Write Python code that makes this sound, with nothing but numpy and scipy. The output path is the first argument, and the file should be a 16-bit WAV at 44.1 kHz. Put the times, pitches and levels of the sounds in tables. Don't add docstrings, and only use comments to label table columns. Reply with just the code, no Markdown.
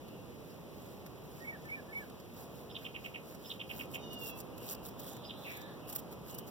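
import sys
import numpy as np
from scipy import signal
from scipy.fft import rfft, irfft, next_fast_len
from scipy.io import wavfile

SR = 44100
rng = np.random.default_rng(int(sys.argv[2]) if len(sys.argv) > 2 else 0)


def to_wav(s):
    ch = np.atleast_2d(s).T
    pcm = np.round(np.clip(ch, -1, 1) * 32767)
    wavfile.write(sys.argv[1], SR, pcm.astype(np.int16))


N = 286778
CUTOFF_HZ = 15850
PADDED = next_fast_len(N, True)
TIME = np.arange(N) / SR
FREQ = np.maximum(np.fft.rfftfreq(PADDED, 1 / SR), 1)


def from_db(db):
    return 10 ** (np.asarray(db) / 20)


def rms_one(x):
    return x / np.sqrt(np.mean(x ** 2) + 1e-20)


def over_freq(points):
    hz, value = np.transpose(points)
    return np.interp(np.log(FREQ), np.log(hz), value)


def above(edge_hz, order=4):
    return 1 / np.sqrt(1 + (edge_hz / FREQ) ** (2 * order))


def colour(x, gain):
    return irfft(rfft(x, PADDED) * gain, PADDED)[..., :N]


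def drift(rate_hz):
    return rms_one(colour(rng.standard_normal(N), 1 / (1 + (FREQ / rate_hz) ** 2)))


def add(track, s, sound):
    at = max(int(s * SR), 0)
    track[at:at + len(sound)] += sound[:max(N - at, 0)]


def garden(x, t60, wet_db):
    t = np.arange(int(t60 * SR)) / SR
    scatter = rng.standard_normal((2, len(t))) * from_db(-60 * t / t60)
    scatter /= np.sqrt(np.sum(scatter ** 2, axis=1, keepdims=True))
    wet = signal.fftconvolve(x[None], scatter, axes=1)[:, :N]
    direct = x * np.array([[0], [1]])
    return direct + from_db(wet_db) * wet


def widen(ports, far_db, cross_db):
    travel_s = 20 / SR
    ports = ports * from_db([[far_db], [0]])
    crossed = colour(ports[::-1], from_db(cross_db) * np.exp(-2j * np.pi * FREQ * travel_s))
    return ports - crossed


# frequency in Hz, density in dB per Hz.
MURMUR_SPECTRUM = [(30, -49), (42, -14), (55, -3.5), (90, -4.5), (125, -0.5), (180, -0.44), (300, -3.5),
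                   (500, -3.5), (750, -10.5), (1100, -14), (1500, -19)]
# time in seconds, level of the rumble in dB, level of the rush in dB.
MURMUR_SWELL = [(0.0, -51.5, -60), (2.15, -52, -58), (2.3, -54, -62), (2.37, -51.5, -57.5),
                (3.64, -52.5, -59.5), (3.82, -49, -56), (5.5, -51.5, -55.5), (6.48, -50, -56.5),
                (6.5, -52, -56)]
# frequency in Hz, left-right correlation from -1 to 1.
MURMUR_CORRELATION = [(40, -0.23), (70, -0.3), (125, 0.38), (250, 0.61), (600, 0.54), (1100, 1),
                      (1550, 0.47)]


def murmur(rumble_db, rush_db, top_hz):
    mid_noise, side_noise = rng.standard_normal((2, N))
    alike = np.clip(over_freq(MURMUR_CORRELATION), -1, 1)
    low_pass = np.sqrt(1 - above(top_hz, order=6) ** 2)
    gain = from_db(over_freq(MURMUR_SPECTRUM)) * above(40, order=4) * low_pass
    mid = colour(mid_noise, gain * np.sqrt(1 + alike))
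    side = colour(side_noise, gain * np.sqrt(1 - alike))
    air = np.array([mid + side, mid - side]) * from_db([[-.9], [.9]])
    rush = colour(air, above(626, order=4) ** 2)
    rumble = air - rush
    s, low_db, high_db = np.transpose(MURMUR_SWELL)
    rumble_gain = from_db(np.interp(TIME, s, low_db) + rumble_db)
    rush_gain = from_db(np.interp(TIME, s, high_db) + rush_db)
    return rms_one(rumble) * rumble_gain + rms_one(rush) * rush_gain


# frequency in Hz, density in dB per Hz.
HISS_SPECTRUM = [(1600, -3), (2500, 2), (4000, -4.5), (6000, -7.5), (8300, -13.5), (11000, -8.5),
                 (15000, -6.5)]


def hiss(level_db, low_hz):
    gain = from_db(over_freq(HISS_SPECTRUM)) * above(low_hz, order=6) * (FREQ < CUTOFF_HZ)
    return from_db(level_db) * rms_one(colour(rng.standard_normal((2, N)), gain))


def glide(length, pitches, waver=0):
    u = np.linspace(0, 1, int(length * SR))
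    bend = np.polyfit([0, .5, 1], pitches, 2)
    hz = np.polyval(bend, u) * (1 + np.resize(waver, len(u)))
    envelope = np.sqrt(2 * np.abs(np.sin(np.pi * u)))
    return envelope * np.sin(2 * np.pi * np.cumsum(hz) / SR)


def whistles(notes, waver_share, waver_rate):
    out, shake = np.zeros(N), drift(waver_rate)
    for s, length, first, middle, last, db, hoarse in notes:
        waver = waver_share * hoarse * shake[max(int(s * SR), 0):]
        add(out, s, from_db(db) * glide(length, [first, middle, last], waver))
    return out


# start in seconds, length in seconds, first pitch in Hz, last pitch in Hz, level in dB,
# hoarseness from 0 to 1.
DISTANT_CALLS = [(0, 0.23, 2885, 2740, -69.5, .4), (4.403, 0.51, 2625, 2960, -66.5, 0.84),
                 (4.951, 0.8, 3400, 3738, -60, 0.9), (5.44, 0.083, 2745, 2163, -47.5, 0.9),
                 (5.48, .3, 1780, 1690, -63.5, 0.74), (5.751, 0.26, 2625, 3026, -64.5, .7),
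                 (6.256, .2, 2885, 3040, -63, 0.47)]


def far_notes():
    return [(s, length, first, (first + last) / 2, last, db, hoarse)
            for s, length, first, last, db, hoarse in DISTANT_CALLS]


NASAL_START_S, NASAL_LENGTH_S, NASAL_ATTACK_S, NASAL_RELEASE_S = 3.975, .42, 0.041, 0.073
NASAL_HZ, NASAL_SAG_HZ, NASAL_SAG_POWER = 739, 84.6, 1.4
THROAT_START_HZ, THROAT_END_HZ, THROAT_SETTLE_S = 3460, 2770, 0.15


def nasal_call(level_db, throat_width_hz, overtone_db, jitter):
    age = np.clip(TIME - NASAL_START_S, 0, NASAL_LENGTH_S)
    hz = NASAL_HZ - NASAL_SAG_HZ * (age / NASAL_LENGTH_S) ** NASAL_SAG_POWER
    throat_hz = THROAT_END_HZ + (THROAT_START_HZ - THROAT_END_HZ) * np.exp(-age / THROAT_SETTLE_S)
    fades = np.minimum(age / NASAL_ATTACK_S, (NASAL_LENGTH_S - age) / NASAL_RELEASE_S)
    envelope = np.minimum(1, fades)
    phase = 2 * np.pi * np.cumsum(hz * (1 + jitter * drift(78))) / SR
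    harmonic = np.arange(4, 10)[:, None]
    resonance = 1 / (1 + ((harmonic * hz - throat_hz) / throat_width_hz) ** 2)
    strength = resonance + from_db(overtone_db)
    return envelope * from_db(level_db) * np.sum(strength * np.sin(harmonic * phase), axis=0)


# start in seconds, low pitch in Hz, high pitch in Hz, low level in dB, high level in dB
# (both added to the note's own level), upward flick in Hz.
WARBLER_FIGURES = [(1.4, 1856, 2220, 1, -3, 5), (1.642, 1790, 2244, -1.5, -0.5, 167),
                   (1.879, 1750, 2230, -1.5, -0.5, -3)]
# delay in seconds, length in seconds, first, middle and last pitch as ratios, level in dB.
FIGURE_NOTES = [(.002, 0.05, .985, 1.003, 1.02, -53), (.044, 0.028, 1.03, .975, 0.97, -44.5),
                (.068, 0.046, .98, 1.008, 0.99, -37.5), (.114, 0.0522, 1.025, .99, 0.86, -50)]
WARBLE_HOARSENESS = 0.13


def warbler_notes():
    notes = []
    for s, low_hz, high_hz, low_db, high_db, flick_hz in WARBLER_FIGURES:
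        low, high = (low_hz, low_db, 0), (high_hz, high_db, 0)
        flicked = (high_hz, high_db, flick_hz)
        for (hz, db, lift_hz), note in zip([low, high, flicked, low], FIGURE_NOTES):
            delay, length, first, middle, last, note_db = note
            pitches = first * hz, middle * hz + lift_hz / 3, last * hz + lift_hz
            notes.append((s + delay, length, *pitches, db + note_db, WARBLE_HOARSENESS))
    return notes


# start in seconds, pitch in Hz, level in dB before the garden.
LISP_NOTES = [(2.702, 5070, -62), (3.448, 5230, -56), (5.24, 4980, -52.5)]
LISP_LENGTH_S, LISP_HOARSENESS = 0.049, 0.28


def lisp_notes():
    return [(s, LISP_LENGTH_S, hz, hz, hz, db, LISP_HOARSENESS) for s, hz, db in LISP_NOTES]


# start in seconds, length in seconds, top pitch of the first chip in Hz, chip level in dB
CHATTER_BURSTS = [(2.755, .45, 4030, -38), (3.505, .35, 4230, -37), (3.946, .05, 3420, -36),
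                  (5.297, .05, 4080, -41)]
CHIP_PERIOD_S, CHIP_REST_HZ, CHIP_SETTLE_S = .0983, 3220, 0.117
LISP_CHIP_HZ, LISP_CHIP_DB = 4150, -50


def chips():
    run = []
    for s, length, top_hz, db in CHATTER_BURSTS:
        for age in np.arange(0, length, CHIP_PERIOD_S):
            hz = CHIP_REST_HZ + (top_hz - CHIP_REST_HZ) * np.exp(-age / CHIP_SETTLE_S)
            run.append((s + age, hz, db))
    return run + [(s, LISP_CHIP_HZ, LISP_CHIP_DB) for s, _, _ in LISP_NOTES]


# delay in seconds, level in dB relative to the direct sound.
NEAR_ECHOES = [(.0032, -4.5), (0.0096, -11), (0.023, -17)]


def chatter(sweep_s, twin_s, lead_s, fall, twin_fall, lead_db, first_db):
    out = np.zeros(N)
    for s, top_hz, db in chips():
        sweep = from_db(db) * glide(sweep_s, np.linspace(top_hz, top_hz * fall, 3))
        twin = from_db(db) * glide(sweep_s, np.linspace(top_hz, top_hz * twin_fall, 3))
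        add(out, s - lead_s, from_db(lead_db) * sweep[::-1])
        add(out, s - sweep_s / 2, from_db(first_db) * sweep)
        add(out, s + twin_s - sweep_s / 2, twin)
    bounce = 1 + sum(from_db(db) * np.exp(-2j * np.pi * FREQ * delay) for delay, db in NEAR_ECHOES)
    return colour(out, bounce)


def stray_flicks(count, level_db):
    return [(when * N / SR, level_db) for when in rng.random(count)]


# level in dB, share of its length spent letting go, graininess in dB,
# brightness in dB per octave.
STROKE_FIRMNESS = [(-72, .45, 0, -4), (-48, 0.4, -0.5, 0.1), (-50, 0.28, 1.5, 1.5)]
# strongest moment in seconds, length in seconds, level in dB.
HAND_STROKES = [(.51, 0.2, -68.5), (0.874, .38, -63.5), (1.405, 0.35, -61.5), (1.712, 0.34, -66),
                (2.003, 0.22, -62.5), (2.41, 0.16, -55), (2.586, .21, -62), (2.835, 0.17, -62),
                (3.05, 0.16, -61.5), (3.308, 0.15, -58), (3.495, 0.2, -56.5), (3.785, 0.2, -51.5),
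                (3.955, 0.08, -48.5), (4.139, 0.05, -53.5), (4.28, 0.14, -44.5), (4.403, 0.075, -49),
                (4.644, 0.11, -53.5), (4.72, 0.092, -41.5), (4.867, 0.056, -47), (5.096, 0.21, -51),
                (5.525, 0.29, -54.5), (5.905, .05, -45.5), (5.964, 0.026, -36), (5.996, 0.04, -46),
                (6.129, 0.042, -53.5), (6.304, 0.1, -51.5), (6.485, 0.04, -53)]


def stroke_touches(swell_db, slip_rate):
    slips, touches = np.clip(drift(slip_rate), -2, 2), []
    firm_db, *traits = np.transpose(STROKE_FIRMNESS)
    for top, length, db in HAND_STROKES:
        letting_go, grainy_db, bright_db = [np.interp(db, firm_db, trait) for trait in traits]
        start, end = top - (1 - letting_go) * length, top + letting_go * length
        span = (TIME > start) & (TIME < end)
        pressure = np.interp(TIME[span], [start, top, end], [0, 1, 0])
        raggedness_db = grainy_db * (slips[span] - grainy_db / 10)
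        level = db - swell_db * (1 - pressure) + raggedness_db
        touches.append((start, pressure * from_db(level) ** 2, bright_db))
    return touches


# peak time in seconds, level in dB.
GRASS_FLICKS = [(1.065, -54), (2.201, -58), (3.349, -55), (4.58, -48.5), (4.749, -49), (4.888, -47),
                (4.997, -41.5), (5.045, -53), (5.066, -47), (5.168, -53), (5.572, -47), (5.617, -53),
                (5.929, -38), (6.347, -42.5), (6.387, -38.5)]
FLICK_NEUTRAL_DB, FLICK_TILT_PER_DB = -46, 0.3042


def flick_touches(rise_s, decay_s):
    age = TIME[:SR // 10] - TIME[SR // 50]
    burst = np.exp(np.minimum(age / rise_s, -age / decay_s))
    touches = []
    for s, db in GRASS_FLICKS + stray_flicks(count=10, level_db=-61):
        bright_db = FLICK_TILT_PER_DB * (db - FLICK_NEUTRAL_DB)
        touches.append((s + age[0], burst * from_db(db) ** 2, bright_db))
    return touches


# frequency in Hz, density in dB per Hz.
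RUB_SPECTRUM = [(1500, 1), (2600, -8), (5000, -6.5), (8500, -10), (11000, -6.5), (13000, -2), (15000, 0.5)]


def hand(touches, grain_rate, grain_spread_db, patchy_db, pivot_hz):
    born = rng.random(N) < grain_rate / SR
    sizes = from_db(grain_spread_db * rng.standard_normal(N))
    grains = rfft(rms_one(born * sizes * rng.standard_normal((2, N))), PADDED)
    body = rms_one(from_db(over_freq(RUB_SPECTRUM)) * above(2560, order=2) * (FREQ < CUTOFF_HZ))
    out, edges = 0, np.linspace(1000, CUTOFF_HZ, 10)
    for low, high in zip(edges, edges[1:]):
        power, octaves = np.zeros(N), np.log2((low + high) / 2 / pivot_hz)
        for s, touch, bright_db in touches:
            add(power, s, touch * from_db(bright_db * octaves) ** 2)
        in_band = (FREQ >= low) & (FREQ < high)
        band = irfft(grains * body * in_band, PADDED)[:, :N]
        out = out + band * np.sqrt(power) * from_db(patchy_db * drift(35))
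    return out


def scene():
    far_murmur = murmur(rumble_db=1.0, rush_db=-0.5, top_hz=1403)
    port_hiss = widen(hiss(level_db=-64.5, low_hz=1440), far_db=1.0, cross_db=-1.05)

    far = whistles(far_notes(), waver_share=0.0898, waver_rate=209) * from_db(2.8 * drift(6.3))
    birds = garden(far, t60=.45, wet_db=2.5) * from_db(-4)
    call = nasal_call(level_db=-47.5, throat_width_hz=230, overtone_db=-23, jitter=.009)
    birds += garden(call * from_db(2.2 * drift(30)), t60=.35, wet_db=-6.5)
    near = whistles(warbler_notes() + lisp_notes(), waver_share=0.09, waver_rate=280)
    birds += garden(near, t60=0.2, wet_db=-10.5)
    chipping = chatter(sweep_s=.0064, twin_s=.0115, lead_s=.01,
                       fall=0.625, twin_fall=0.565, lead_db=-12, first_db=-3.0)
    birds += garden(colour(chipping, above(1800, order=8)), t60=.22, wet_db=-9.5)
    birds = widen(birds, far_db=-1.2, cross_db=-3.5)

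    touches = stroke_touches(swell_db=5.0, slip_rate=280) + flick_touches(rise_s=.0016, decay_s=.003)
    rubbing = hand(touches, grain_rate=5000, grain_spread_db=2.5, patchy_db=2.26, pivot_hz=13500)
    rubbing = widen(rubbing, far_db=-3.5, cross_db=-1.5) * from_db([[-.5], [.5]])
    return far_murmur + port_hiss + birds + rubbing


def record(dry):
    return signal.sosfilt(signal.ellip(12, .1, 70, CUTOFF_HZ, fs=SR, output="sos"), dry)


dry = scene()
out = record(dry)
to_wav(out)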